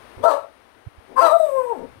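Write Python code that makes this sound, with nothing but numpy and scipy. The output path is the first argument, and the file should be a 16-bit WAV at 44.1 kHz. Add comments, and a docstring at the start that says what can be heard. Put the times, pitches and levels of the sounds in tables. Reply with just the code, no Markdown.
"""A small dog in a hard-floored room barks once, then barks again and draws it out into a falling howl.
The howl ends in a growl, and a brief grumble comes before each bark. Vocal fold pulses and noise puffs
are coloured by throat, mouth and treble resonances; the growls are slow uneven flaps in the chest.
Nearly all the dog and room sound reaches the left microphone port. Soft bumps, short low sines that swell and
fade, probably from the hand that holds the recorder, fall mostly on the right, over noise rumble and hiss."""
import sys
import numpy as np
from scipy import signal
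from scipy.fft import rfft, irfft, next_fast_len
from scipy.io import wavfile
from scipy.ndimage import uniform_filter1d, minimum_filter1d, map_coordinates

SR = 44100
rng = np.random.default_rng(int(sys.argv[2]) if len(sys.argv) > 2 else 0)


def file_out(sig):
    """Save sig as 16-bit WAV at sys.argv[1]."""
    # one column per channel
    cols = np.atleast_2d(sig).T
    # limit, then scale
    lim = np.clip(cols, -1, 1)
    pcm = np.round(lim * 32767).astype(np.int16)
    wavfile.write(sys.argv[1], SR, pcm)


N = 88200
TOP_HZ = 15800  # band limit of the voice harmonics and of the output


def amp(db):
    """Decibels to gain."""
    return 10 ** (np.asarray(db) / 20)


def unit(x):
    """Scaled to rms 1."""
    return x / np.sqrt(np.mean(x ** 2) + 1e-20)


def along(points, hz):
    """(f/Hz, value) points read on a log frequency axis."""
    f, v = np.transpose(points)
    return np.interp(np.log(hz + 1), np.log(f + 1), v)


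def curves(rows):
    """One value per sample for each column after the time."""
    s, *cols = np.transpose(rows)
    return [np.interp(np.arange(N) / SR, s, c) for c in cols]


def wobble(rate):
    """A smooth random curve with this many knots a second."""
    knots = rng.standard_normal(4096)
    return map_coordinates(knots, [np.arange(N) * rate / SR], mode="wrap")


def filtered(x, response):
    """x shaped by a gain that depends on frequency."""
    m = next_fast_len(N + SR // 2)
    spectrum = rfft(x, m) * response(np.fft.rfftfreq(m, 1 / SR))
    return irfft(spectrum, m)[..., :N]


def coloured(x, points):
    """x through a (f/Hz, level/dB) colour, at rms 1."""
    return unit(filtered(x, lambda hz: amp(along(points, hz))))


def even(x):
    """x held near a running rms of 1, so that only its colour and fine grain remain."""
    size = int(0.031 * SR)  # averaging window, 31 ms, passed twice
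    power = uniform_filter1d(uniform_filter1d(x * x, size), size)
    return x / np.sqrt(np.abs(power) + 1e-9)


def gate(start, end, edge):
    """Close to 1 from start to end, with soft edges (all in seconds)."""
    t = np.arange(N) / SR
    opening = (1 + np.tanh(2 * (t - start) / edge)) / 2
    closing = (1 - np.tanh(2 * (t - end) / edge)) / 2
    return opening * closing


def hiss():
    """Steady filtered noise, independent on the two ports."""
    # hiss colour before scaling to rms 1: f/Hz, level/dB
    hiss_colour = [(100, 21), (500, 12), (3000, -3), (8000, -38), (14000, -5)]
    return amp(-77.5) * coloured(rng.standard_normal((2, N)), hiss_colour)


def rumble():
    """Low filtered noise, independent on the two ports, with a slowly moving level."""
    # rumble colour before scaling to rms 1: f/Hz, level/dB
    rumble_colour = [(20, -28), (50, 4.5), (120, 2.5), (400, -49)]
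    # rumble loudness: t/s, level/dB
    rumble_level = [(0, -57), (.5, -67.5), (1.78, -62), (1.84, -52.5)]
    level = amp(curves(rumble_level)[0])
    return level * coloured(rng.standard_normal((2, N)), rumble_colour)


def room_air():
    """Room noise: one band of filtered noise with a slowly moving level."""
    # room noise colour before scaling to rms 1: f/Hz, level/dB
    air_colour = [(140, -14), (250, 0.5), (400, 0.5), (1000, -0.5), (2000, -6), (4000, -16), (6000, -23.5),
                  (8000, -31), (8700, -18.5), (11000, -25.5), (15500, -33)]
    # room noise loudness: t/s, level/dB
    air_level = [(.2, -43.5), (.45, -49.5), (.95, -50.5), (1.08, -48), (1.7, -46.5), (1.9, -47), (2, -48)]
    return amp(curves(air_level)[0]) * coloured(rng.standard_normal(N), air_colour)


def bumps():
    """Each bump is a low sine under a short bell-shaped swell, mostly on one port."""
    # bumps on the recorder: t/s, f/Hz, half length/s, level of both ports together/dB, right over left/dB
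    bump_list = [(0.177, 78, 0.0052, -30.5, 28), (0.207, 96, 0.02, -37, 15), (0.24, 108, 0.0026, -30, -27),
                 (0.874, 102, 0.007, -23.5, 52), (0.987, 74.5, 0.0085, -35.5, 20),
                 (1.2, 64.4, 0.0088, -38.5, 25)]
    out, t = np.zeros((2, N)), np.arange(N) / SR
    for s, hz, width, db, right_db in bump_list:
        ports = np.array([[1], [amp(right_db)]]) / np.hypot(1, amp(right_db))
        swell = np.exp(-((t - s) / width) ** 2)
        out += ports * amp(db) * np.sin(2 * np.pi * hz * (t - s)) * swell
    return out


def room(x):
    """The walls' answer: a noise tail whose decay time depends on frequency."""
    # reverberation: f/Hz, time to fall by 60 dB/s
    decay_time = [(200, 0.15), (700, 0.27), (1500, 0.23), (4000, 0.26), (12000, 0.27)]
    hz, t, z = signal.stft(rng.standard_normal(SR // 2), SR, nperseg=256)
    decay = amp(-60 * t / along(decay_time, hz)[:, None])
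    tail = signal.istft(z * decay, SR, nperseg=256)[1]
    delayed = np.pad(x, (SR // 250, 0))  # the tail sets in 4 ms after the direct sound
    return signal.fftconvolve(delayed, tail / np.linalg.norm(tail))[:N]


def grumbles():
    """Slack folds flap slowly and unevenly into the chest."""
    # low grumbles: t/s, length/s, level/dB
    grumble_list = [(0.176, 0.077, -38), (1.085, 0.22, -43), (1.782, 0.077, -32.5)]
    # chest colour before levelling: f/Hz, level/dB
    chest = [(130, -18), (240, -11), (390, -2), (520, -6.5), (780, -16), (960, -14.5), (1300, -73),
             (8000, -76)]
    flaps_per_s, edge_s = 200, 0.021
    cycles = np.floor(np.cumsum(flaps_per_s * (1 + 0.22 * wobble(90))) / SR)
    clicks = np.diff(cycles, prepend=0) * amp(0.73 * wobble(120))  # one click for each new cycle
    flaps = unit(clicks) + 0.5 * rng.standard_normal(N)
    level = sum(amp(db) * gate(s, s + length, edge_s) for s, length, db in grumble_list)
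    return even(coloured(flaps, chest)) * level


def folds(phase, hz, rough, half):
    """Vocal fold pulses: with strain they alternate strong and weak and let through puffs of noise."""
    clean_tilt_db = -10  # a clean voice is this much weaker above its second harmonic
    half_swing = 0.15  # slow swing of the folds at half pitch
    puff_low_hz = 458  # the puffs carry little below this
    shimmer_db, shimmer_per_s = 6, 200  # level unsteadiness of a fully rough voice
    tilt_db = clean_tilt_db * np.exp(-half / 1.07)
    harmonics = np.zeros(N)
    for k in range(1, 30):
        level = amp(tilt_db * (k > 2)) * (k * hz < TOP_HZ)
        harmonics += level * np.cos(k * phase - k * k * np.pi / 4)
    swing = np.cos(phase / 2)
    pulses = 0.25 * harmonics * (1 + half * swing) + half_swing * half ** 2 * swing
    breath = rng.standard_normal(N) * (1 + np.cos(phase))  # noise swells once a cycle
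    puffs = unit(filtered(breath, lambda f: f * f / np.hypot(f * f, puff_low_hz ** 2)))
    shimmer = amp(shimmer_db * rough * wobble(shimmer_per_s))
    return (np.sqrt(1 - rough) * pulses + np.sqrt(rough) * puffs) * shimmer


def moving_band(x, hz, width_hz):
    """x through a resonance whose centre follows hz: shifted down, low-passed and shifted back."""
    turn = np.exp(2j * np.pi * np.cumsum(hz) / SR)

    def low(v):
        return filtered(v, lambda f: 1 / (1 + (2 * f / width_hz) ** 2) ** 2)

    return unit(low(x * turn.real) * turn.real + low(x * turn.imag) * turn.imag)


def airy(source, colour):
    """Fold sound and steady air through one colour; the treble flickers."""
    air_share = 0.26  # share of air in the power
    flicker_db, flicker_per_s = 2, 70
    voiced = np.sqrt(1 - air_share) * even(colour(source))
    air = np.sqrt(air_share) * colour(rng.standard_normal(N))
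    return (voiced + air) * amp(flicker_db * wobble(flicker_per_s))


def upper_voice(source, treble):
    """The treble of the voice: plain overtones, a moving ring and an airy sheen."""
    # overtone colour before levelling: f/Hz, level/dB
    overtone_colour = [(1150, -66), (1550, -6.5), (2000, 7.5), (3000, -2), (3800, -55)]
    # sheen colour before levelling: f/Hz, level/dB
    sheen_colour = [(2500, -39), (4600, -12), (6350, -9.5), (6950, -12), (8150, 6.5), (9500, -2.5),
                    (10100, -4.5), (11000, -7.5), (11800, 2), (14000, -15.5)]
    overtone_db, ring_hz, ring_db, sheen_db = curves(treble)
    ring = airy(source, lambda x: moving_band(x, ring_hz, width_hz=320))
    sheen = airy(source, lambda x: coloured(x, sheen_colour))
    overtones = even(coloured(source, overtone_colour))
    return amp(overtone_db) * overtones + amp(ring_db) * ring + amp(sheen_db) * sheen


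def call(voice, effort, treble):
    """Folds sound through throat and mouth; rasp grows as the voice cracks to half pitch, low notes hum."""
    # throat resonance before levelling: f/Hz, level/dB
    throat_colour = [(150, -49), (250, -23), (335, -9.5), (430, -0.5), (540, 4), (680, -2), (780, -2),
                     (900, -4.5), (1500, -76)]
    # mouth resonances before levelling: f/Hz, level/dB
    mouth_colour = [(500, -38), (820, 2.5), (955, 13.5), (1130, 3), (1350, 1.5), (1520, -6.5), (1680, -8),
                    (2050, -32), (2700, -46.5), (5000, -78)]
    # rasp colour before levelling: f/Hz, level/dB
    rasp_colour = [(1200, -31), (3000, 4), (4900, 3), (5450, -7), (6050, 3.5), (6800, -8.5), (8700, -4),
                   (15500, -16)]
    throat_db, mouth_offset_db, rasp_db = 5.5, 2.5, -19.5  # balance under the effort curve
    jitter_clean, jitter_rough, jitter_per_s = 0.00616, 0.0553, 260  # pitch unsteadiness, share of pitch
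    hum_below_hz = 400  # the chest takes up notes below this
    release_s = 0.0082

    hz, rough, half = curves(voice)
    rough, half = np.clip(rough, 0, 1), np.clip(half, 0, 1)
    level_db, mouth_db = curves(effort)
    jitter = (jitter_clean + jitter_rough * rough) * wobble(jitter_per_s)
    phase = 2 * np.pi * np.cumsum(hz * (1 + jitter)) / SR
    source = folds(phase, hz, rough, half)

    throat = amp(throat_db) * even(coloured(source, throat_colour))
    mouth = amp(mouth_offset_db + mouth_db) * even(coloured(source, mouth_colour))
    hum = np.sqrt(2) * np.cos(phase) / (1 + (hz / hum_below_hz) ** 10)
    rasp_level = amp(rasp_db) * np.hypot(1, amp(mouth_db)) * half
    rasp = rasp_level * even(coloured(source, rasp_colour))
    sound = amp(level_db) * (throat + mouth + hum + rasp) + upper_voice(source, treble)
    return gate(effort[0][0], effort[-1][0], release_s) * sound


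def bark():
    """The single bark: a short strained call whose pitch rises, falls and turns up again at the end."""
    # folds: t/s, pitch f/Hz, roughness 0-1, half-pitch share 0-1
    bark_voice = [(.232, 573.1, 0.24, 0.57), (.246, 612.6, 0.28, 0.39), (.264, 683.4, 0.24, 0.17),
                  (.292, 638.3, 0.2, 0.45), (.328, 565.8, 0.43, 0.69), (.355, 545.2, 0.23, 0.35),
                  (.376, 657, 0.34, 0.23)]
    # loudness before the throat and mouth balance: t/s, level/dB, mouth over throat/dB
    bark_effort = [(.228, -40.5, -2), (.24, -17, -4.5), (.262, -14.5, -1), (.293, -22.5, 5),
                   (.335, -24, -1), (.365, -29.5, -8), (.385, -39.5, 0.5), (.476, -53.5, 0)]
    # treble: t/s, overtone level/dB, ring f/Hz, ring level/dB, sheen level/dB
    bark_treble = [(.235, -54, 3440, -47, -50), (.29, -53, 4670, -47.5, -47), (.325, -50, 3740, -47, -52),
                   (.476, -72, 3880, -93, -88)]
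    return call(bark_voice, bark_effort, bark_treble)


def howl():
    """The second bark, drawn out into a clearer howl whose pitch falls."""
    # folds: t/s, pitch f/Hz, roughness 0-1, half-pitch share 0-1
    howl_voice = [(1.16, 522.7, 0.15, 0.02), (1.2, 533, 0.21, 0.22), (1.22, 677.6, 0.13, 0.55),
                  (1.265, 656.2, 0.12, 0.78), (1.29, 589.6, 0.095, 0), (1.318, 613.8, 0.04, 0.17),
                  (1.336, 667.4, 0.0066, 0.017), (1.385, 663.6, 0.0021, 0), (1.435, 628, 0.0035, 0.089),
                  (1.5, 548.2, 0.015, 0), (1.58, 525.1, 0.0028, 0), (1.716, 463.2, 0.016, 0),
                  (1.736, 399.3, 0.12, 0), (1.778, 235, .08, 0.025)]
    # loudness before the throat and mouth balance: t/s, level/dB, mouth over throat/dB
    howl_effort = [(1.163, -49.5, 25), (1.184, -30, 19.5), (1.21, -23, 4.5), (1.255, -17.5, 3),
                   (1.305, -26.5, 8), (1.332, -15, -9), (1.37, -20.5, -18), (1.384, -70, -4),
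                   (1.402, -17, -23), (1.445, -21.5, -20.5), (1.51, -30.5, -6.5), (1.54, -23, -11.5),
                   (1.585, -22, -4.5), (1.615, -29, 5.5), (1.657, -33, -2), (1.697, -30, -1),
                   (1.724, -29, -2.5), (1.75, -39, -6.5), (1.8, -41.5, -7)]
    # treble: t/s, overtone level/dB, ring f/Hz, ring level/dB, sheen level/dB
    howl_treble = [(1.163, -51, 4740, -62, -49.5), (1.21, -37.5, 4850, -42, -41),
                   (1.255, -38, 4000, -39, -45), (1.335, -53, 3780, -49, -48.5),
                   (1.44, -59.5, 3720, -55, -49.5), (1.63, -56, 3780, -87, -53.5),
                   (1.8, -70, 3788, -87, -65)]
    return call(howl_voice, howl_effort, howl_treble)


def scene():
    """Dog and room noise on the left port, a trace on the right; bumps, rumble and hiss on both."""
    room_db, right_port_db = -4, -53
    dog = bark() + howl() + grumbles()
    sound = dog + amp(room_db) * room(dog) + room_air()
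    ports = np.array([sound, amp(right_port_db) * sound])
    return ports + bumps() + rumble() + hiss()


def record(dry):
    """A look-ahead limiter holds down the highest peaks; nothing is kept above the band limit."""
    ceiling, look_s = 0.95, 0.0076  # peak level where limiting starts, look-ahead in seconds
    size = int(look_s * SR)
    needed = ceiling / np.maximum(np.abs(dry).max(axis=0), ceiling)
    held = minimum_filter1d(needed, 2 * size)
    gain = uniform_filter1d(uniform_filter1d(held, size), size)
    return filtered(dry * gain, lambda hz: hz < TOP_HZ)


dry = scene()
out = record(dry)
file_out(out)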